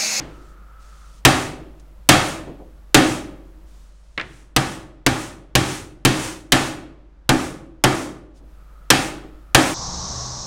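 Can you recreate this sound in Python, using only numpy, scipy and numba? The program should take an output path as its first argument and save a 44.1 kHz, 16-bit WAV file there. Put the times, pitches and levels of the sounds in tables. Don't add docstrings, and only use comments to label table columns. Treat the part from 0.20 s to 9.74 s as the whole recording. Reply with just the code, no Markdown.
import sys
import numpy as np
from scipy import signal
from scipy.fft import rfft, irfft
from scipy.io import wavfile
from numba import njit

SR = 44100
rng = np.random.default_rng(int(sys.argv[2]) if len(sys.argv) > 2 else 0)


def transcribe(u):
    v = np.clip(np.atleast_2d(u).T, -1, 1)
    q = np.round(v * 32767).astype(np.int16)
    wavfile.write(sys.argv[1], SR, q)


N = 420699
TIME_S = np.arange(N) / SR
AGE_S = TIME_S[:SR]
MIDDLE_S = (3.62, 8.3, 0.16)

# t/s, force/dB, box boom/dB, wall knock/dB, brightness/dB, hiss/dB, hiss swell time/s
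BLOWS = [(1.0506, 2, -1.5, -1, -0.2, -35, 0.16), (1.8898, 4.5, -1.5, -3.5, 0, -33.5, 0.19),
         (2.7449, 1.66, -1, 3, 0, -33.5, 0.17), (4.3634, -2.5, 2, -1, -1.9, -37.5, 0.15),
         (4.8639, -3, 2.5, 1.5, -1.7, -34.5, 0.16), (5.3525, -2.5, 6, 3, 1.3, -30.5, 0.18),
         (5.8504, -0.9, 4, 4, 1.5, -29, 0.21), (6.3211, 2, -0.5, -0.5, 0, -31.5, 0.13),
         (7.092, 0, 2, 2.5, -4.5, -34, 0.15), (7.639, 2, -1.5, 2, -4.5, -33.5, 0.16),
         (8.7029, -2, -3, -0.5, 1.5, -34, 0.13), (9.3473, 2, -4.5, -1, -2.5, -29, 0.13)]
# f/Hz, level/dB
AIR_COLOUR = [(1000, -14.5), (3000, -2), (6500, -1), (9500, -5.5), (12000, -19), (16000, -17.5)]


def mallet(crack_db=10, ring_db=-9, room_db=-9.5):
    # f/Hz, level/dB, t60/s
    crack_bands = [(60, -8.5, 0.22), (300, -4, 0.11), (790, 0, 0.054), (1700, -2, 0.05), (3230, 1.5, 0.044),
                   (6010, -4.5, 0.033), (9950, -7.5, .025), (16100, -32.5, 0.024)]
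    direct, room = np.zeros((2, N))
    for t_s, force_db, boom_db, knock_db, bright_db, _, _ in BLOWS:
        blow = gain_of(crack_db) * dying_noise(crack_bands) + gain_of(ring_db) * box_ring()
        colour = [(140, boom_db), (280, knock_db), (400, knock_db),
                  (650, 0), (1300, 0), (2600, bright_db)]
        add(direct, t_s, gain_of(force_db) * coloured(blow, colour))
        add(room, t_s, gain_of(force_db + room_db) * coloured(room_tail(), colour))
    return direct + near_echoes(room)


def box_ring(scatter_db=2.5, detune=0.006):
    # f/Hz, level/dB, t60/s
    modes = [(66, -13.5, 0.055), (131.2, 2, .24), (139, -12, .3), (187.3, -11, .26), (200.4, -14, 0.53),
             (247, -10, 0.14), (256, -8, 0.61), (273, -2.5, 0.21), (293.6, -1.5, 0.18), (316.4, -5.5, 0.33),
             (350, -9, .35), (444, -12.5, 0.15), (729, -9, 0.37), (783, -9.5, 0.37), (802, -12, 0.45),
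             (880, -8, .2), (1162, -9, 0.091), (1593, -4.5, .16), (1640, -5, 0.099), (1782, -5, .2),
             (2625, -10.5, 0.14), (3184, -10, 0.19)]
    f_hz, level_db, t60_s = np.transpose(modes)[:, :, None]
    strength, shift, phase = rng.standard_normal((len(modes), 3)).T[:, :, None]
    swing = np.sin(2 * np.pi * (f_hz * (1 + detune * shift) * AGE_S + phase))
    envelope = gain_of(level_db + scatter_db * strength) * 1e-3 ** (AGE_S / t60_s)
    return (envelope * swing).sum(0)


def room_tail(build_s=0.0016):
    # f/Hz, level/dB, t60/s
    reverb_bands = [(52, -7.5, .8), (128, 5, 0.92), (222, -2.5, .85), (321, 6.5, 0.91), (426, -1.5, 0.85),
                    (834, -1, 0.64), (1600, -1, 0.56), (3020, -6.5, 0.55), (5530, -10.5, .45),
                    (9100, -13.5, 0.38), (15000, -32.5, 0.33)]
    return dying_noise(reverb_bands) * (1 - np.exp(-AGE_S / build_s))


def near_echoes(x, count=14, span_s=0.018, energy_ratio=0.14):
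    delay, polarity = rng.random((count, 2)).T
    out = x.copy()
    for delay_s, sign in zip(span_s * delay, np.sign(polarity - 0.5)):
        add(out, delay_s, sign * np.sqrt(energy_ratio / count) * x)
    return out / np.sqrt(1 + energy_ratio)


def late_hiss(swell_s, rise_s=0.11, fall_s=0.048, onset_s=0.02):
    # f/Hz, level/dB
    colour = [(200, -13.5), (1000, 5.5), (2500, 0.5), (4700, -3.5), (5800, 0), (9300, -2.5), (10000, -9),
              (10900, -6.5), (11800, -16), (15500, -18)]
    swell = 2 / (np.exp((swell_s - AGE_S) / rise_s) + np.exp((AGE_S - swell_s) / fall_s))
    return noise(colour, SR) * swell * (1 - np.exp(-AGE_S / onset_s))


def hisses(gain_db=4.5):
    out = np.zeros(N)
    for t_s, *_, hiss_db, swell_s in BLOWS:
        add(out, t_s, gain_of(gain_db + hiss_db) * late_hiss(swell_s))
    return out


def clacks(direct_db=-8, room_db=-21, hiss_db=-50, lowpass_hz=7500):
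    # t/s, level/dB
    contacts = [(3.9776, 0), (3.998, -6.5), (4.0128, -9)]
    # f/Hz, level/dB, t60/s
    wood_bands = [(300, -8.5, 0.078), (1010, -8, 0.12), (1810, 5.5, 0.067), (3220, 1.5, 0.021),
                  (5030, -16, 0.023), (10000, -50, 0.018), (16000, -60, .02)]
    tail_colour = [(200, -6.5), (900, -15), (1850, -7), (3200, -9), (5500, -18)]
    out = np.zeros(N)
    for t_s, level_db in contacts:
        tail = gain_of(room_db) * coloured(room_tail(), tail_colour)
        clack = gain_of(direct_db) * dying_noise(wood_bands)
        add(out, t_s, gain_of(level_db) * (clack + tail))
    out = signal.sosfilt(signal.butter(3, lowpass_hz, fs=SR, output="sos"), out)
    add(out, contacts[0][0], gain_of(hiss_db) * late_hiss(swell_s=0.21))
    return out


def earlier_blow(level_db=-12, ago_s=0.22):
    out = np.zeros(N)
    add(out, 0, gain_of(level_db) * room_tail()[round(ago_s * SR):])
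    return out


def settling(rise_s=0.012, tick_s=1.598, tick_db=-52.5, tick_t60_s=0.06):
    # t/s, level/dB
    bumps = [(1.36, -32.5), (2.265, -26), (2.39, -32), (8.201, -43.5), (9.015, -35)]
    # f/Hz, level/dB, t60/s
    bump_bands = [(99.8, -8.5, .3), (330, 1, .35), (800, -9, .25), (1590, -25, 0.073), (4000, -49, .1),
                  (16000, -70, .1)]
    out = np.zeros(N)
    for t_s, level_db in bumps:
        add(out, t_s, gain_of(level_db) * dying_noise(bump_bands) * (1 - np.exp(-AGE_S / rise_s)))
    add(out, tick_s, gain_of(tick_db) * noise(AIR_COLOUR, SR) * 1e-3 ** (AGE_S / tick_t60_s))
    return out


def soft_hiss(fade_s=0.04, waver_db=0.5):
    # start/s, end/s, level/dB
    spans = [(0, 0.352, -62), (0.581, 1.026, -57), (3.45, 4.007, -61.5), (8.136, 8.21, -54.5)]
    envelope = sum(gain_of(db) * stretch(start_s, end_s, fade_s) for start_s, end_s, db in spans)
    return noise(AIR_COLOUR, N) * envelope * gain_of(waver_db * waver(rate_hz=30))


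def whirr(centre_hz=1290, fade_s=0.15, waver_db=1):
    # start/s, end/s, level/dB
    spans = [(0, 1.04, -53), (8.297, 9.54, -58.5)]
    envelope = sum(gain_of(db) * stretch(start_s, end_s, fade_s) for start_s, end_s, db in spans)
    colour = [(200, -45), (centre_hz - 230, -17), (centre_hz, 0), (centre_hz + 260, -15), (6000, -50)]
    return noise(colour, N) * envelope * gain_of(waver_db * waver(rate_hz=8))


def background(hum_hz=48.6, wander_hz=1.2, hum_db=-41.5, rumble_db=-50, room_db=-51, hiss_db=-68):
    # f/Hz, level/dB
    room_colour = [(12, -50.5), (20, -13), (32, -5.5), (55, 10), (67, 7), (81, -25.5), (177, -20.5),
                   (216, -29), (434, -33), (558, -28.5), (718, -34), (1290, -35.5), (2200, -43.5),
                   (5380, -51), (16000, -60.5)]
    # f/Hz, gain/dB
    dulling = [(400, -1), (1500, 0), (6000, -3), (13000, -13)]
    pitch_hz = hum_hz + wander_hz * waver(rate_hz=3)
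    hum = np.sqrt(2) * np.sin(2 * np.pi * np.cumsum(pitch_hz) / SR)
    rumble = noise([(15, 4.5), (40, -1.5), (55, -15), (80, -18), (300, -70.5), (3000, -120)], N)
    highpass = signal.butter(4, 100, "high", fs=SR, output="sos")
    steady = unit_rms(signal.sosfilt(highpass, noise(room_colour, N)))
    middle = stretch(*MIDDLE_S)
    room_noise = (1 - middle) * steady + middle * coloured(steady, dulling)
    input_hiss = (1 - middle) * rng.standard_normal(N)
    return (gain_of(hum_db) * hum + gain_of(rumble_db) * rumble
            + gain_of(room_db) * room_noise + gain_of(hiss_db) * input_hiss)


def gain_of(db):
    return 10 ** (np.asarray(db) / 20)


def unit_rms(x):
    return x / np.sqrt(np.mean(x ** 2) + 1e-20)


def curve_at(points, f_hz):
    knots_hz, values = np.transpose(points)
    return np.interp(np.log(f_hz + 1), np.log(knots_hz + 1), values)


def add(mix, t_s, sound):
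    part = mix[round(t_s * SR):][:len(sound)]
    part += sound[:len(part)]


def stretch(start_s, end_s, fade_s):
    return np.clip(np.minimum(TIME_S - start_s, end_s - TIME_S) / fade_s, 0, 1)


def noise(colour, size):
    f_hz = np.fft.rfftfreq(size, 1 / SR)
    spectrum = rfft(rng.standard_normal(size)) * gain_of(curve_at(colour, f_hz))
    return unit_rms(irfft(spectrum, size))


def waver(rate_hz):
    return noise([(0, 0), (rate_hz, 0), (2 * rate_hz, -20), (20 * rate_hz, -140)], N)


def dying_noise(table):
    centres_hz, level_db, t60_s = np.transpose(table)
    f_hz = np.fft.rfftfreq(SR, 1 / SR)
    spectrum = rfft(noise(np.c_[centres_hz, level_db], SR))
    masks = [curve_at(np.c_[centres_hz, share], f_hz) for share in np.eye(len(table))]
    return sum(irfft(spectrum * mask, SR) * 1e-3 ** (AGE_S / t60) for mask, t60 in zip(masks, t60_s))


def coloured(x, colour):
    f_hz = abs(np.fft.fftfreq(4096, 1 / SR))
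    log_gain = np.log(gain_of(curve_at(colour, f_hz)))
    response = np.exp(np.conj(signal.hilbert(log_gain)))
    return signal.oaconvolve(x, np.fft.ifft(response).real)[:len(x)]


@njit
def follow(level, attack, release):
    out = np.zeros(len(level))
    held = 0.
    for i in range(len(level)):
        held += (level[i] - held) * (attack if level[i] > held else release)
        out[i] = held
    return out


def scene():
    work = mallet() + near_echoes(hisses() + soft_hiss()) + clacks() + settling() + earlier_blow()
    return (work + whirr() + background())[None]


def record(dry, ceiling=0.95, threshold=0.67, attack_s=0.004, release_s=0.021,
           volume_db=-2, middle_dip_db=-3.5, lowpass_hz=16000):
    x = dry[0]
    clipped = x / (1 + (x / ceiling) ** 4) ** (1 / 4)
    level = follow(abs(clipped), 1 / (attack_s * SR), 1 / (release_s * SR))
    limited = clipped / np.maximum(level / threshold, 1)
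    volume = gain_of(volume_db + middle_dip_db * stretch(*MIDDLE_S))
    out = np.clip(limited * volume, -1, 1)
    lowpass = signal.firwin(255, lowpass_hz, window=("kaiser", 7), fs=SR)
    return signal.oaconvolve(out, lowpass, "same")[None]


dry = scene()
out = record(dry)
transcribe(out)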